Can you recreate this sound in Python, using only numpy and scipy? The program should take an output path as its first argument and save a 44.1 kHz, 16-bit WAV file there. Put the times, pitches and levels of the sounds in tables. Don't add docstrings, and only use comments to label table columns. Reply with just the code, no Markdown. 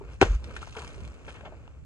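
import sys
import numpy as np
from scipy import signal
from scipy.fft import rfft, irfft
from scipy.io import wavfile
from scipy.ndimage import uniform_filter1d

SR = 44100
rng = np.random.default_rng(int(sys.argv[2]) if len(sys.argv) > 2 else 0)


def dump_mix(stems):
    frames = np.atleast_2d(stems).T
    limited = np.clip(frames, -1, 1)
    pcm = np.round(limited * 32767).astype(np.int16)
    wavfile.write(sys.argv[1], SR, pcm)


N = 81585
TIME_S = np.arange(N) / SR

# start_s, crack_db, pocket_delay_s, pocket_rise_s, pocket_db, splash_db
FEET = [(0.2141, -9.5, 0.00163, 0.001, -4, -16.5), (0.2217, -24.5, 0.004376, 0.001, -3.5, -16.5)]
# pitch_hz, relative_db, t60_s
POCKET_MODES = [(379, 0, 0.022), (662, -4.5, 0.013), (1050, -11, 0.0069), (1360, -10.5, 0.01)]
# freq_hz, relative_db
CRACK_SPECTRUM = [(300, -14.5), (1500, 5.5), (2900, 0.5), (4500, -11), (6600, -9), (9200, -25),
                  (10500, -45.5)]
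SPLASH_SPECTRUM = [(100, -34.5), (500, 6.5), (1400, -3.5), (2000, -11.5), (2500, -8.5), (3400, -12.5),
                   (7000, -30.5), (9200, -27.5), (10500, -61)]
SPRAY_SPECTRUM = [(100, 2), (450, -6), (800, -14), (1400, -7.5), (2700, -13), (4500, -23), (6700, -19),
                  (9300, -34), (10400, -53)]
# time_s, level_db
SPRAY_LEVEL = [(.2, -60), (.213, -42), (.218, -20.5), (.236, -35), (.26, -35), (.29, -43), (.345, -44),
               (.385, -58.5), (.46, -79)]
# time_s, pitch_hz, level_db
QUAKE_TRACK = [(0.249, 45.5, -30.5), (0.288, 43.3, -24.5), (0.31, 49.8, -13.5), (0.337, 41.6, -24),
               (0.361, 54, -16.5), (0.381, 62.8, -33.5), (.5, 62, -46)]

# start_s, pitch_hz, plop_db, splat_db
CLODS = [(.509, 1310, -44.5, -50), (0.5639, 1557, -34.5, -38), (0.617, 1300, -46, -41),
         (0.6266, 1300, -34.5, -45.5), (0.6715, 880, -38.5, -45), (0.784, 1453, -39.5, -47),
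         (0.7908, 965, -45.5, -39.5)]
# start_s, pitch_hz, level_db
BUBBLES = [(.009, 393, -40.5), (.01, 915, -49), (.26, 467, -35), (0.751, 1340, -45), (.757, 940, -45),
           (.764, 447, -37.5), (0.805, 965, -43.5), (0.8233, 1018, -43.5), (.834, 968, -43.5),
           (.978, 386, -45.5), (1.4338, 596, -46), (1.475, 619, -44.5)]
# start_s, level_db
DROPS = [(.347, -45), (0.4415, -39), (.554, -45), (0.7244, -47), (0.766, -40), (0.8189, -40),
         (0.8454, -40.5), (0.876, -40), (1.004, -46.5), (1.05, -48.5), (1.076, -47), (1.141, -51.5),
         (1.292, -46)]
# freq_hz, relative_db
DROP_SPECTRUM = [(500, 7), (1800, 5.5), (2800, 8), (4500, -2), (6600, -0.5), (9200, -5.5), (10500, -21.5),
                 (12500, -26)]
# time_s, level_db
PATTER_LEVEL = [(0, -90.5), (.128, -58.5), (.17, -68), (.42, -64.5), (.61, -55.5), (.72, -56.5), (.8, -52),
                (.92, -58), (1.06, -58.5), (1.19, -70), (1.3, -54.5), (1.5, -78)]

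# start_s, rise_s, decay_s, pitch_hz, cavity_db, crackle_db
SQUELCHES = [(0.763, 0.007, 0.011, 794, -42, -38.5), (1.275, 0.01, 0.014, 568, -44, -41.5),
             (1.328, 0.031, 0.035, 497, -63.5, -50), (1.4078, 0.0015, 0.0036, 553, -46.5, -47),
             (1.442, 0.02, 0.012, 750, -43.5, -45.5), (1.521, 0.0037, 0.012, 522, -43, -81),
             (1.6775, 0.00074, 0.0012, 910, -43.5, -42)]
# freq_hz, relative_db
CRACKLE_SPECTRUM = [(200, -18), (500, -2.5), (1400, 7.5), (3300, 1), (4300, -18.5), (6600, -18),
                    (10500, -59)]
OOZE_SPECTRUM = [(100, -4), (300, 3.5), (480, 5.5), (800, -6), (1400, -3.5), (1900, -10.5), (2500, -6),
                 (3300, -17.5), (7000, -30.5), (10500, -43)]
# time_s, level_db
OOZE_LEVEL = [(0, -56.5), (.14, -51), (.19, -75), (.5, -48.5), (.73, -63.5), (.79, -47.5), (.88, -52),
              (1.15, -56.5), (1.33, -55), (1.66, -57.5), (1.85, -68)]

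# time_s, level_db
WIND_LEVEL = [(.08, -42), (.18, -45), (.66, -41.5), (.75, -47.5), (.86, -42), (.95, -44.5), (1.05, -38),
              (1.2, -52), (1.27, -43), (1.35, -47.5), (1.85, -46.5)]
HUSH_LEVEL = [(.18, -58.5), (.6, -58), (1.3, -56.5), (1.85, -63)]
# freq_hz, relative_db
WIND_SPECTRUM = [(15, -47.5), (35, -12.5), (58, 5), (85, -2.5), (200, -18.5), (1000, -69.5)]
HUSH_SPECTRUM = [(280, 1.5), (500, -3), (2500, -20.5), (3200, -29.5), (4000, -32.5), (7500, -20.5),
                 (11000, -48)]
# freq_hz, left_minus_right_db
MIC_BALANCE = [(100, 1), (300, 3), (750, 3), (1100, 3), (1650, 15), (2000, 0), (2500, 0.5), (3600, -7),
               (5500, 2), (8300, -10)]
# freq_hz, left_lead_rad
MIC_PHASE = [(0, 1.5), (1550, -0.03), (1810, -4), (2150, -1.71), (3880, -2.5), (4130, -7), (5080, -8),
             (6030, -8.5), (7920, -1.5), (8960, -2.5), (10600, 1.7), (12700, 1.5)]

POCKET_SAG_RATIO, POCKET_SAG_S = 0.12, 0.0027
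THUD_HZ, THUD_DB, THUD_DECAY_S, THUD_LAG_S = 90.7, -20, 0.013, 0.0021
SMACK_RISE_S, PLOP_RISE_S, CAVITY_WIDTH_HZ = 0.00089, 0.002, 284


def landing():
    out = np.zeros(N)
    for start_s, crack_db, delay_s, rise_s, pocket_db, splash_db in FEET:
        out += amp(crack_db) * fizz(CRACK_SPECTRUM) * burst(start_s, 0.00031, 0.0017)
        out += amp(splash_db) * fizz(SPLASH_SPECTRUM) * burst(start_s, 0.0035, 0.0086)
        age_s = np.maximum(TIME_S - start_s - delay_s, 0)
        warped_s = age_s + POCKET_SAG_RATIO * POCKET_SAG_S * (1 - np.exp(-age_s / POCKET_SAG_S))
        for pitch_hz, mode_db, t60_s in POCKET_MODES:
            envelope = burst(start_s + delay_s, rise_s, t60_s / np.log(1000))
            out += amp(pocket_db + mode_db) * np.sin(2 * np.pi * pitch_hz * warped_s) * envelope
        thud_s = np.maximum(age_s - THUD_LAG_S, 0)
        out += amp(THUD_DB) * np.sin(2 * np.pi * THUD_HZ * thud_s) * np.exp(-thud_s / THUD_DECAY_S)
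    return out


def spray():
    gate = (TIME_S > SPRAY_LEVEL[0][0]) & (TIME_S < SPRAY_LEVEL[-1][0])
    return grains(SPRAY_SPECTRUM, rate_per_s=9000) * level(SPRAY_LEVEL) * gate


def quake(fade_s=0.035):
    time_s, pitch_hz, level_db = np.transpose(QUAKE_TRACK)
    cycles = np.cumsum(np.interp(TIME_S, time_s, pitch_hz) * (TIME_S > time_s[0])) / SR
    fade = np.clip((time_s[-1] - TIME_S) / fade_s, 0, 1)
    return amp(np.interp(TIME_S, time_s, level_db)) * np.sin(2 * np.pi * cycles) * fade


def patter(stray_per_s=140, stray_db=-3, ring_s=0.0005):
    fine = grains(DROP_SPECTRUM, rate_per_s=1300)
    strays = np.zeros(N)
    for onset in np.flatnonzero(rng.random(N) < stray_per_s / SR):
        age_s = TIME_S[:min(1024, N - onset)]
        gain, pitch_hz = rng.uniform(0.37, 1), rng.uniform(1800, 10500)
        ring = np.sin(2 * np.pi * pitch_hz * age_s) * np.exp(-age_s / ring_s)
        strays[onset:onset + len(ring)] += gain * ring
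    return (fine + amp(stray_db) * colour(strays, DROP_SPECTRUM)) * level(PATTER_LEVEL)


def drops(decay_s=0.0039):
    return sum(amp(level_db) * smack() * burst(start_s, SMACK_RISE_S, decay_s)
               for start_s, level_db in DROPS)


def clods(plop_decay_s=0.0044, splat_decay_s=0.0069):
    out = np.zeros(N)
    for start_s, pitch_hz, plop_db, splat_db in CLODS:
        note = cavity_note(start_s, plop_decay_s, pitch_hz, glide_ratio=0.087)
        plop = (note + cavity_noise(pitch_hz, width_hz=400)) / np.sqrt(2)
        out += amp(plop_db) * plop * burst(start_s, PLOP_RISE_S, plop_decay_s)
        out += amp(splat_db) * smack() * burst(start_s, SMACK_RISE_S, splat_decay_s)
    return out


def bubbles(decay_cycles=5.9, rough_db=-5.5):
    out = np.zeros(N)
    for start_s, pitch_hz, level_db in BUBBLES:
        decay_s = decay_cycles / pitch_hz
        note = cavity_note(start_s, decay_s, pitch_hz, glide_ratio=-0.04)
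        rough = amp(rough_db) * cavity_noise(pitch_hz, CAVITY_WIDTH_HZ)
        out += amp(level_db) * (note + rough) * burst(start_s, PLOP_RISE_S, decay_s)
    return out


def squelches():
    out = grains(OOZE_SPECTRUM, rate_per_s=2800) * level(OOZE_LEVEL)
    crackle = steady(grains(CRACKLE_SPECTRUM, rate_per_s=4000), window_samples=140)
    for start_s, rise_s, decay_s, pitch_hz, cavity_db, crackle_db in SQUELCHES:
        suction = amp(cavity_db) * cavity_noise(pitch_hz, CAVITY_WIDTH_HZ)
        out += (suction + amp(crackle_db) * crackle) * burst(start_s, rise_s, decay_s)
    return out


def wind():
    shared = steady(colour(rng.standard_normal(N), WIND_SPECTRUM), window_samples=1800)
    per_port = steady(colour(rng.standard_normal((2, N)), WIND_SPECTRUM), window_samples=1800)
    return level(WIND_LEVEL) * (amp(-4.5) * shared + amp(-1.5) * per_port)


def shore_hush():
    return level(HUSH_LEVEL) * colour(rng.standard_normal((2, N)), HUSH_SPECTRUM)


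def at_microphones(source, scatter_db=-14, highpass_hz=900):
    freq_hz = np.fft.rfftfreq(2 * N, 1 / SR)
    balance = amp(log_interp(MIC_BALANCE, freq_hz))
    half_lead = np.exp(0.5j * log_interp(MIC_PHASE, freq_hz))
    ports = np.array([balance * half_lead, 1 / half_lead]) * np.sqrt(2 / (1 + balance ** 2))
    direct = irfft(rfft(source, 2 * N) * ports, 2 * N)[:, :N]
    tail = rng.standard_normal((2, N)) * burst(start_s=0.0018, rise_s=0.0049, decay_s=0.02)
    tail = signal.sosfilt(signal.butter(1, highpass_hz, "high", fs=SR, output="sos"), tail)
    tail *= amp(scatter_db) / np.linalg.norm(tail[0])
    return direct + signal.fftconvolve(source[None], tail, axes=1)[:, :N]


def grains(spectrum, rate_per_s, spread_db=3.5):
    size = amp(spread_db * np.minimum(rng.exponential(1, N), 4))
    polarity = rng.choice([-1, 1], N)
    hits = rng.random(N) < rate_per_s / SR
    return colour(size * polarity * hits, spectrum)


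def fizz(spectrum):
    return steady(grains(spectrum, rate_per_s=12000), window_samples=300)


def smack(spread_db=2.5):
    freq_hz = np.linspace(DROP_SPECTRUM[0][0], DROP_SPECTRUM[-1][0], num=24)
    uneven_db = log_interp(DROP_SPECTRUM, freq_hz) + spread_db * rng.standard_normal(len(freq_hz))
    return fizz(np.transpose([freq_hz, uneven_db]))


def cavity_note(start_s, decay_s, pitch_hz, glide_ratio):
    age_s = TIME_S - start_s
    glide_hz = pitch_hz * (1 + glide_ratio * np.tanh(age_s / decay_s - 1))
    return np.sqrt(2) * np.sin(2 * np.pi * np.cumsum(glide_hz * (age_s > 0)) / SR)


def cavity_noise(pitch_hz, width_hz):
    detuning = (np.fft.rfftfreq(N, 1 / SR) - pitch_hz) / width_hz
    ring = irfft(rfft(rng.standard_normal(N)) / (1 + 1j * detuning) ** 2, N)
    return steady(ring, window_samples=400)


def burst(start_s, rise_s, decay_s):
    age_s = TIME_S - start_s
    attack = np.sin(np.pi / 2 * np.clip(age_s / rise_s, 0, 1)) ** 2
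    return attack * np.exp(-np.maximum(age_s - rise_s, 0) / decay_s)


def colour(x, spectrum):
    gain = amp(log_interp(spectrum, np.fft.rfftfreq(N, 1 / SR)))
    shaped = irfft(rfft(x) * gain, N)
    return shaped / np.sqrt(np.mean(shaped ** 2) + 1e-20)


def steady(x, window_samples):
    return x / np.sqrt(abs(uniform_filter1d(x ** 2, window_samples)) + 1e-9)


def log_interp(points, freq_hz):
    knots_hz, values = np.transpose(points)
    return np.interp(np.log(freq_hz + 1), np.log(knots_hz + 1), values)


def level(points):
    return amp(np.interp(TIME_S, *np.transpose(points)))


def amp(level_db):
    return 10 ** (np.asarray(level_db) / 20)


def scene():
    mud = spray() + landing() + patter() + drops() + clods() + bubbles() + squelches()
    return at_microphones(mud) + quake() + wind() + shore_hush()


def record(dry, ceiling=0.92, cutoff_hz=12900):
    limited = dry / (1 + (dry / ceiling) ** 8) ** (1 / 8)
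    lowpass = signal.firwin(511, cutoff_hz, window=("kaiser", 9), fs=SR)
    return signal.oaconvolve(limited, lowpass[None], "same")


dry = scene()
out = record(dry)
dump_mix(out)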